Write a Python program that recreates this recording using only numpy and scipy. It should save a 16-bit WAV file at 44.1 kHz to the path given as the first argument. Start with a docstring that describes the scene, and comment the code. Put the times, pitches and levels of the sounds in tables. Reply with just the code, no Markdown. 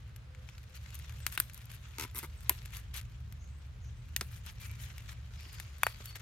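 """Gathering greens in a garden

A hand picks flowering greens close to a pair of microphones, a little nearer the left one.
Leaves brush and tick against each other, juicy stalks crack and pop, a leaf tears fibre by fibre,
and the bunch bumps the palm. Far behind lie a low rumble of machinery or traffic, soft outdoor air
and a few faint birds."""
import sys
import numpy as np
from scipy import signal
from scipy.fft import rfft, irfft
from scipy.io import wavfile
from scipy.ndimage import uniform_filter1d

SR = 44100
rng = np.random.default_rng(int(sys.argv[2]) if len(sys.argv) > 2 else 0)


def put_to_file(sound):
    """Save the sound as 16-bit audio at rate SR, in the file named by the first command-line argument."""
    columns = np.atleast_2d(sound).T  # one column per channel
    safe = np.clip(columns, -1, 1)
    whole_steps = np.round(safe * 32767)
    wavfile.write(sys.argv[1], SR, whole_steps.astype(np.int16))


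N = 274015
TIME = np.arange(N) / SR
SHORT = np.arange(2048) / SR  # time axis of one brief event

# stalks breaking: start_s, pop_hz, overtone_hz, pop_t60_s, pop_db, split_db, crack_db,
# relative_thud_db, left_minus_right_db
STALK_BREAKS = [(1.2656, 1530, 2840, 0.0038, -34, -36.5, -33.5, -47, 6.5),
                (1.3763, 1490, 2770, 0.0075, -31, -51, -38.5, -45, 4),
                (1.4008, 1360, 1700, 0.011, -36.5, -38, -25, -42.5, 4.5),
                (2.495, 980, 2110, 0.028, -33.5, -32, -22, -41, 2.5),
                (4.1634, 1826, 1960, 0.007, -38, -33, -34, -52, 2),
                (4.2107, 1250, 2270, 0.0055, -39, -37, -44, -50, 0.5),
                (5.8332, 1350, 2150, 0.0011, -24, -39.5, -31, -56, 3),
                (5.8667, 880, 2000, 0.0018, -27.5, -45.5, -39, -64, 2)]
# spectrum of a leaf blade: frequency_hz, gain_db
BLADE_SPECTRUM = [(200, -31.5), (600, -13.5), (1300, -1.5), (2400, 0.5), (3500, -1), (5000, -6), (7000, -5),
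                  (9500, -23), (16000, -46.5)]
# spectrum of cracking plant skin: frequency_hz, gain_db
CRACK_SPECTRUM = [(3000, -43), (7000, -17), (8500, -1.5), (10000, -4), (12000, 1), (14000, -5.5),
                  (16500, -14)]
# spectrum of splitting fibres: frequency_hz, gain_db
SPLIT_SPECTRUM = [(1200, -34.5), (2500, 7.5), (3300, 3), (5000, 4.5), (6800, 5), (8500, -5), (12000, -43)]


def amp(db):
    """Decibels to gain."""
    return 10 ** (np.asarray(db) / 20)


def unit_rms(x):
    """Scales to an rms of one."""
    return x / np.sqrt(np.mean(x ** 2) + 1e-20)


def sized(x, db, hold_s=.01):
    """Gives a short sound the energy of level db held for hold_s."""
    return x * amp(db) * np.sqrt(hold_s * SR / (np.sum(x ** 2, -1).mean() + 1e-20))


def panned(db):
    """Microphone gains for a left-minus-right difference in dB."""
    return unit_rms(amp([[db / 2], [-db / 2]]))


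def add(mix, start_s, sound):
    """Mixes a sound in at start_s."""
    part = mix[:, max(round(start_s * SR), 0):][:, :sound.shape[-1]]
    part += sound[..., :part.shape[1]]


def coloured(x, spectrum):
    """Minimum-phase filter with the given spectrum."""
    hz, db = np.transpose(spectrum)
    size = min(x.shape[1], 8192)
    bin_hz = abs(np.fft.fftfreq(2 * size, 1 / SR))
    log_gain = np.log(amp(np.interp(np.log(bin_hz + 1), np.log(hz), db)))
    response = np.exp(np.conj(signal.hilbert(log_gain)))
    taps = np.fft.ifft(response).real[:size]
    return signal.fftconvolve(x, taps[None], axes=1)[:, :x.shape[1]]


def noise_pair(size, alike):
    """White noise at the two microphones, with correlation alike."""
    mid, side = rng.standard_normal((2, size))
    return np.sqrt((1 + alike) / 2) * mid + np.sqrt((1 - alike) / 2) * np.array([side, -side])


def drift(rate_hz):
    """Slow random wander of unit size."""
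    knots = rng.standard_normal(4096)
    return unit_rms(np.interp(TIME * rate_hz, np.arange(len(knots)), knots))


def rupture(impulse, tail_s, alike):
    """One sudden break, followed by a dying shower of bursting cells."""
    shower = np.exp(-SHORT / tail_s) * np.sqrt(rng.exponential(1, len(SHORT)))
    sound = noise_pair(len(SHORT), alike) * shower
    sound[:, 0] += impulse
    return sound


def ring(hz, t60):
    """One mode, dying by 60 dB in t60 seconds."""
    return np.sin(2 * np.pi * hz * SHORT) * np.exp(-np.log(1000) * SHORT / t60)


def distant_rumble(rumble_db=-48):
    """Far machinery or traffic rumbles with a wavering drone, and both slowly swell and sink."""
    # spectrum of the rumble: frequency_hz, gain_db
    spectrum = [(15, -51.5), (30, -40.5), (43, -1.5), (55, -10), (72, 4), (85, -5), (115, -1), (140, -9.5),
                (175, -19), (240, -27.5), (400, -45), (900, -65)]
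    # drone tones before the swell: pitch_hz, level_db
    tones = [(56.5, -56), (71, -53.5), (117, -58.5)]
    # slow swell: time_s, gain_db
    swell = [(0, -1), (.7, -2.5), (1.1, 0.5), (1.9, -2), (2.9, 1.5), (3.6, 0), (4.7, 2), (5.5, -1),
             (6.2, -2.5)]
    rumble = amp(rumble_db) * unit_rms(coloured(noise_pair(N, 0.96), spectrum))
    for hz, db in tones:
        gain = amp(db + 1.63 * drift(1.39))
        phase = 2 * np.pi * np.cumsum(hz + 0.937 * drift(5)) / SR
        rumble += gain * unit_rms(np.sin(phase))
    return rumble * amp(np.interp(TIME, *np.transpose(swell)))


def outdoor_air(air_db=-65.5):
    """A soft, wide hiss of open air all around the microphones."""
    # spectrum of the air: frequency_hz, gain_db
    spectrum = [(60, -13), (200, -7.5), (450, 3.5), (800, -1), (1400, 1), (2400, -3), (4000, -7),
                (6700, -16), (8000, -18), (12000, -22.5), (16000, -31)]
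    return amp(air_db + 0.47 * drift(2.68)) * unit_rms(coloured(noise_pair(N, 0.19), spectrum))


def handling(time_s):
    """Level in dB at which the hand stirs the bunch."""
    # briskness of the hand: time_s, level_db
    briskness = [(0, -70), (.3, -75), (.45, -63), (.7, -65.5), (.88, -57.5), (1.25, -59), (1.65, -64.5),
                 (1.85, -59.5), (2.3, -64.5), (2.55, -56.5), (2.88, -68), (3.8, -70.5), (4.1, -66),
                 (4.55, -64), (4.9, -57), (5.24, -65), (5.45, -57.5), (5.75, -60.5), (6.0, -56.5),
                 (6.2, -61)]
    return np.interp(time_s, *np.transpose(briskness))


def leaf_motion(brisk_db=-60, attack_share=0.18, release_share=0.33, shake_s=0.035):
    """Blade and crackle envelopes: steady handling, single strokes, and a shake after every snap."""
    # leaves sliding past each other: start_s, length_s, blade_db, crackle_db
    strokes = [(0.737, 0.052, -55, -59.5), (0.924, 0.028, -52.5, -68), (1.316, .055, -49, -49),
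               (1.518, 0.14, -65, -62.5), (1.69, 0.08, -57.5, -58.5), (1.985, 0.08, -46.5, -49),
               (2.143, 0.078, -49, -46.5), (2.207, 0.069, -55, -55), (2.395, .07, -71, -64),
               (2.717, 0.1, -50, -54.5), (2.933, 0.08, -45.5, -50.5), (4.296, 0.12, -59.5, -62.5),
               (4.442, 0.096, -54.5, -60), (4.596, .1, -52, -55), (4.791, 0.087, -51, -56),
               (5.083, 0.058, -53.5, -63), (5.34, 0.11, -59.5, -77), (5.524, 0.039, -53.5, -59),
               (5.56, 0.11, -57, -67), (6.022, 0.11, -60, -58.5), (6.152, 0.026, -47.5, -57.5)]
    stir_db = handling(TIME)
    stir_crackle_db = brisk_db - 11.5 + 1.25 * (stir_db - brisk_db)  # grows faster than the blade noise
    power = amp([stir_db, stir_crackle_db]) ** 2
    for start_s, length_s, blade_db, crackle_db in strokes:
        progress = np.linspace(0, 1, int(length_s * SR))
        slide = np.clip(np.minimum(progress / attack_share, (1 - progress) / release_share), 0, 1)
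        add(power, start_s, (amp([[blade_db], [crackle_db]]) * slide) ** 2)
    shake = amp([[-53], [-50.5]]) * np.exp(-TIME[:SR // 2] / shake_s)  # blade, crackle
    for start_s, *_ in STALK_BREAKS:
        add(power, start_s, shake ** 2)
    return np.sqrt(power)


def friction(slips_per_s, spread_db, clump_db, smooth):
    """Tiny slips of uneven size over a smooth brushing, swelling in clumps."""
    strength = amp(spread_db * np.minimum(rng.exponential(1, N), 3.5))
    slipping = rng.random(N) < slips_per_s / SR
    slips = unit_rms(strength * slipping * noise_pair(N, 0.12))
    brushing = smooth * noise_pair(N, 0.44)
    return (slips + brushing) * amp(clump_db * drift(130))


def flexing(x, patchy_db):
    """Bending leaves keep shifting their resonances."""
    spectra = signal.stft(x, nperseg=512)[2]
    patches = uniform_filter1d(rng.standard_normal(spectra.shape[1:]), size=7, axis=0)
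    patches = unit_rms(uniform_filter1d(patches, size=6, axis=1))
    return signal.istft(spectra * unit_rms(amp(patchy_db * patches)), nperseg=512)[1][:, :N]


def rustle():
    """Soft leaves slide over each other and over the fingers."""
    blade_envelope, crackle_envelope = leaf_motion()
    rubbing = friction(slips_per_s=1700, spread_db=2.5, clump_db=2.4, smooth=0.94)
    crinkling = friction(slips_per_s=1500, spread_db=2.0, clump_db=2.8, smooth=0.72)
    blades = unit_rms(coloured(rubbing, BLADE_SPECTRUM)) * blade_envelope
    crackle = unit_rms(coloured(crinkling, CRACK_SPECTRUM)) * crackle_envelope
    return flexing(blades, 2.0) * panned(3.0) + flexing(crackle, 1.7) * panned(2.9)


def cracking(x, fibre_db=6):
    """Bright crack of plant skin; each fibre favours its own high pitch."""
    fibre = signal.iirpeak(rng.uniform(10800, 13300), 9, fs=SR)
    bright = coloured(x, CRACK_SPECTRUM)
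    return bright + amp(fibre_db) * signal.lfilter(*fibre, bright)


def stray_ticks(per_s=9):
    """Chance flicks, as strong as the handling is brisk: start_s, crack_db, blade_db."""
    wait, crack_scatter_db, blade_scatter_db = rng.standard_normal((160, 3)).T
    start_s = np.cumsum(abs(wait)) / np.mean(abs(wait)) / per_s
    crack_db = handling(start_s) - 5.5 + crack_scatter_db
    blade_db = handling(start_s) - 0.5 + blade_scatter_db
    return list(np.transpose([start_s, crack_db, blade_db])[start_s < N / SR])


def leaf_ticks(bite_db=-7.5):
    """A leaf edge catches and lets go, and the blade rings for an instant."""
    # the clearest flicks of leaf against leaf: start_s, crack_db, blade_db
    flicks = [(.162, -56, -57.5), (.349, -75, -57), (.489, -87, -51.5), (.581, -68, -56.5),
              (.9448, -52, -64), (.953, -49, -59), (.991, -54, -76), (1.0953, -60.5, -53),
              (1.3245, -49.5, -55), (1.498, -61, -52), (1.5343, -55.5, -70), (1.545, -51, -74),
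              (1.5773, -54, -62), (1.6553, -57, -83), (1.7157, -55.5, -55), (2.658, -53, -52),
              (2.7688, -47, -51), (2.9415, -53, -50.5), (2.9809, -51, -55.5), (3.0126, -57, -55),
              (3.3246, -56.5, -57.5), (4.4637, -54, -54), (4.7135, -54.5, -61), (4.9812, -55.5, -51),
              (5.5998, -48, -45.5), (6.057, -46.5, -58), (6.156, -53, -50.5)]
    out = np.zeros((2, N))
    for start_s, crack_db, blade_db in list(flicks) + stray_ticks():
        edge, flick = rupture(6, .003, alike=.5), rupture(6, .003, alike=.7)
        crack = sized(cracking(edge), crack_db)
        bite = sized(coloured(edge, SPLIT_SPECTRUM), crack_db + bite_db)
        flap = sized(coloured(flick, BLADE_SPECTRUM), -2)
        ping = sized(ring(rng.uniform(1900, 3000), t60=.006), -6)
        add(out, start_s, (crack + bite + sized(flap + ping, blade_db)) * panned(5.4))
    return out


def garden_reflections(x, decay_s):
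    """Diffuse reflections from the soil, boards and plants."""
    t = TIME[:SR // 3]
    tail = noise_pair(len(t), 0.22) * np.exp(-t / decay_s) * (t > .004)
    return signal.fftconvolve(x, tail / np.linalg.norm(tail[0]), axes=1)[:, :N]


def birds(echo_db=-1):
    """Faint gliding calls and a trill, scattered by the garden on their way to the microphones."""
    # low hoots to thin whistles: start_s, length_s, start_hz, end_hz, warble_share, level_db
    calls = [(.22, 0.31, 513, 512.5, 0.011, -75.5), (.68, 0.076, 516, 516, .012, -77),
             (1.2, 0.052, 8400, 7900, 0.045, -67), (2.37, 0.016, 8200, 8340, 0.029, -66.5),
             (3.38, 0.1, 6400, 6660, 0.057, -72), (3.44, 0.22, 8200, 8000, .035, -83),
             (3.8, 0.11, 6450, 6150, 0.054, -73), (3.928, 0.11, 8250, 8100, 0.032, -83.5),
             (4.241, .15, 2400, 2375, .02, -73), (4.572, 0.167, 2384, 2305, 0.017, -66.5),
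             (5.832, 0.037, 4690, 4480, 0.012, -53.5), (6.062, 0.061, 4490, 4455, 0.007, -59.5)]
    # each falling chip of the trill: start_hz, end_hz, level_db
    trill = (5550, 4300, -60.5)
    top_hz, bottom_hz, trill_db = trill
    chips = [(s, .008, top_hz, bottom_hz, .04, trill_db) for s in np.arange(5.381, 5.6, .021)]
    out = np.zeros((2, N))
    for start_s, length_s, start_hz, end_hz, warble, db in calls + chips:
        size = int(length_s * SR)
        hz = np.linspace(start_hz, end_hz, size) * (1 + warble * drift(899)[:size])
        call = signal.windows.tukey(size, .7) * np.sin(2 * np.pi * np.cumsum(hz) / SR)
        add(out, start_s, amp(db) * unit_rms(call))
    return out + amp(echo_db) * garden_reflections(out, decay_s=0.061)


def pith_pop(hz, over_hz, t60, shower_db=-6, overtone_db=-1):
    """The pith rings in two modes while its cells burst."""
    spectrum = [(hz * .2, -40), (hz * .38, -20), (hz * .55, -8), (hz, -1),
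                (over_hz, 0), (over_hz * 1.4, -2), (over_hz * 2, -15), (9000, -32)]
    cells = coloured(rupture(0, 0.0023 + 0.27 * t60, alike=0.73), spectrum)
    shower = sized(np.roll(cells, 30, axis=1), shower_db)
    modes = sized(ring(hz, t60), 0) - sized(ring(over_hz, t60 * 1.18), overtone_db)
    low_cut = signal.butter(4, hz * 0.52, "high", fs=SR, output="sos")  # thin stalks radiate little bass
    return sized(signal.sosfilt(low_cut, modes), 0) + shower


def stalk_snaps(thud_hz=325, thud_t60=0.023, thud_trim_db=-10.5, pop_lag_s=0.00018):
    """A turgid stalk breaks: the skin cracks, the pith pops, and the hand takes a small jolt."""
    out = np.zeros((2, N))
    thud = ring(thud_hz, thud_t60) * (1 - np.exp(-SHORT / 0.00056))
    for start_s, hz, over_hz, t60, pop_db, split_db, crack_db, thud_db, pan_db in STALK_BREAKS:
        skin = rupture(9, .003, alike=.4) + np.roll(rupture(-7, .001, alike=.4), 8, axis=1)
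        crack = sized(cracking(skin, fibre_db=3.3), crack_db)
        split = sized(coloured(rupture(7, .0028, alike=.4), SPLIT_SPECTRUM), split_db)
        pop = sized(pith_pop(hz, over_hz, t60), pop_db)
        jolt = sized(thud, thud_db + thud_trim_db)
        add(out, start_s, (crack + split) * panned(pan_db))
        add(out, start_s + pop_lag_s, pop * panned(pan_db * 1.2) + jolt)
    return out


def leaf_tears(slack_db_per_s=271, ring_slack_db_per_s=10, jitter_s=.0005, spread_db=0.1):
    """Fibres part one after another at a nearly even pace, each plucking the held stalk."""
    # pulls on a leaf: start_s, length_s, fibre_gap_s, hardest_after_s, crack_db, split_db, ring_db
    pulls = [(1.984, .07, .013, 0.013, -44.5, -40.5, -45), (2.148, .047, .0083, 0.044, -38, -53, -53.5),
             (2.23, .023, .006, 0.0054, -50.5, -57, -47.5)]
    # modes of the held stalk: pitch_hz, relative_db, t60_s
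    modes = [(261, -4, 0.043), (404, 1.5, 0.018), (974, -1, 0.041), (1273, -1, 0.029), (1520, -1, 0.017),
             (2155, 8, 0.013)]
    out = np.zeros((2, N))
    for start_s, length_s, gap_s, hardest_s, crack_db, split_db, ring_db in pulls:
        for after_s in np.arange(0, length_s, gap_s):
            late, weakness = rng.standard_normal(2)
            away_s = abs(after_s - hardest_s)  # fibres sound weaker either side of the hardest moment
            force_db = -spread_db * weakness - slack_db_per_s * away_s
            skin, fibre = rupture(7, .0024, alike=.5), rupture(7, .0022, alike=.5)
            crack = sized(cracking(skin), crack_db + force_db)
            split = sized(coloured(fibre, SPLIT_SPECTRUM), split_db + force_db)
            stalk = sum(amp(db) * (-1) ** k * ring(hz * rng.uniform(0.93, 1.04), t60)
                        for k, (hz, db, t60) in enumerate(modes))
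            stalk *= 1 - np.exp(-SHORT / 0.0011)  # swells as the bend runs along the stalk
            stalk = sized(stalk, ring_db - ring_slack_db_per_s * away_s)
            parting = (crack + split) * panned(4.2) + stalk * panned(1.3)
            add(out, start_s + after_s + jitter_s * late, parting)
    return out


def palm_knocks():
    """The soft bunch bumps the palm."""
    # bumps: start_s, level_db
    bumps = [(2.506, -46), (4.214, -45.5), (5.462, -61), (6.004, -55), (6.158, -59.5)]
    # dull spectrum of a bump: frequency_hz, gain_db
    spectrum = [(90, -27.5), (200, -3.5), (340, 0), (600, -7.5), (1500, -11.5), (4000, -41)]
    out = np.zeros((2, N))
    for start_s, db in bumps:
        add(out, start_s, sized(coloured(rupture(1, 0.0065, alike=.95), spectrum), db))
    return out


def spaced_microphones(x):
    """The plants are nearer to the left microphone, so their sound reaches it first."""
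    # phase lead of the left microphone: frequency_hz, lead_rad
    left_lead = [(0, 0), (1000, 0.85), (2500, 0.8), (5000, 1.34), (9000, 1.82), (16000, 0.44)]
    lead_rad = np.interp(np.fft.rfftfreq(N, 1 / SR), *np.transpose(left_lead))
    right = irfft(rfft(x[1]) * np.exp(-1j * lead_rad), N)
    return np.array([x[0], right])


def scene(reflections_db=-23):
    """The plants close by, their faint reflections, and the garden behind."""
    plants = spaced_microphones(stalk_snaps() + leaf_tears() + leaf_ticks() + palm_knocks() + rustle())
    reflections = amp(reflections_db) * garden_reflections(plants, decay_s=0.029)
    return plants + reflections + birds() + distant_rumble() + outdoor_air()


def record(dry):
    """The recorder's band limit cuts the highest treble."""
    low_pass = signal.firwin(255, cutoff=16200, window=("kaiser", 8), fs=SR)
    return signal.oaconvolve(dry, low_pass[None], "same")


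dry = scene()
out = record(dry)
put_to_file(out)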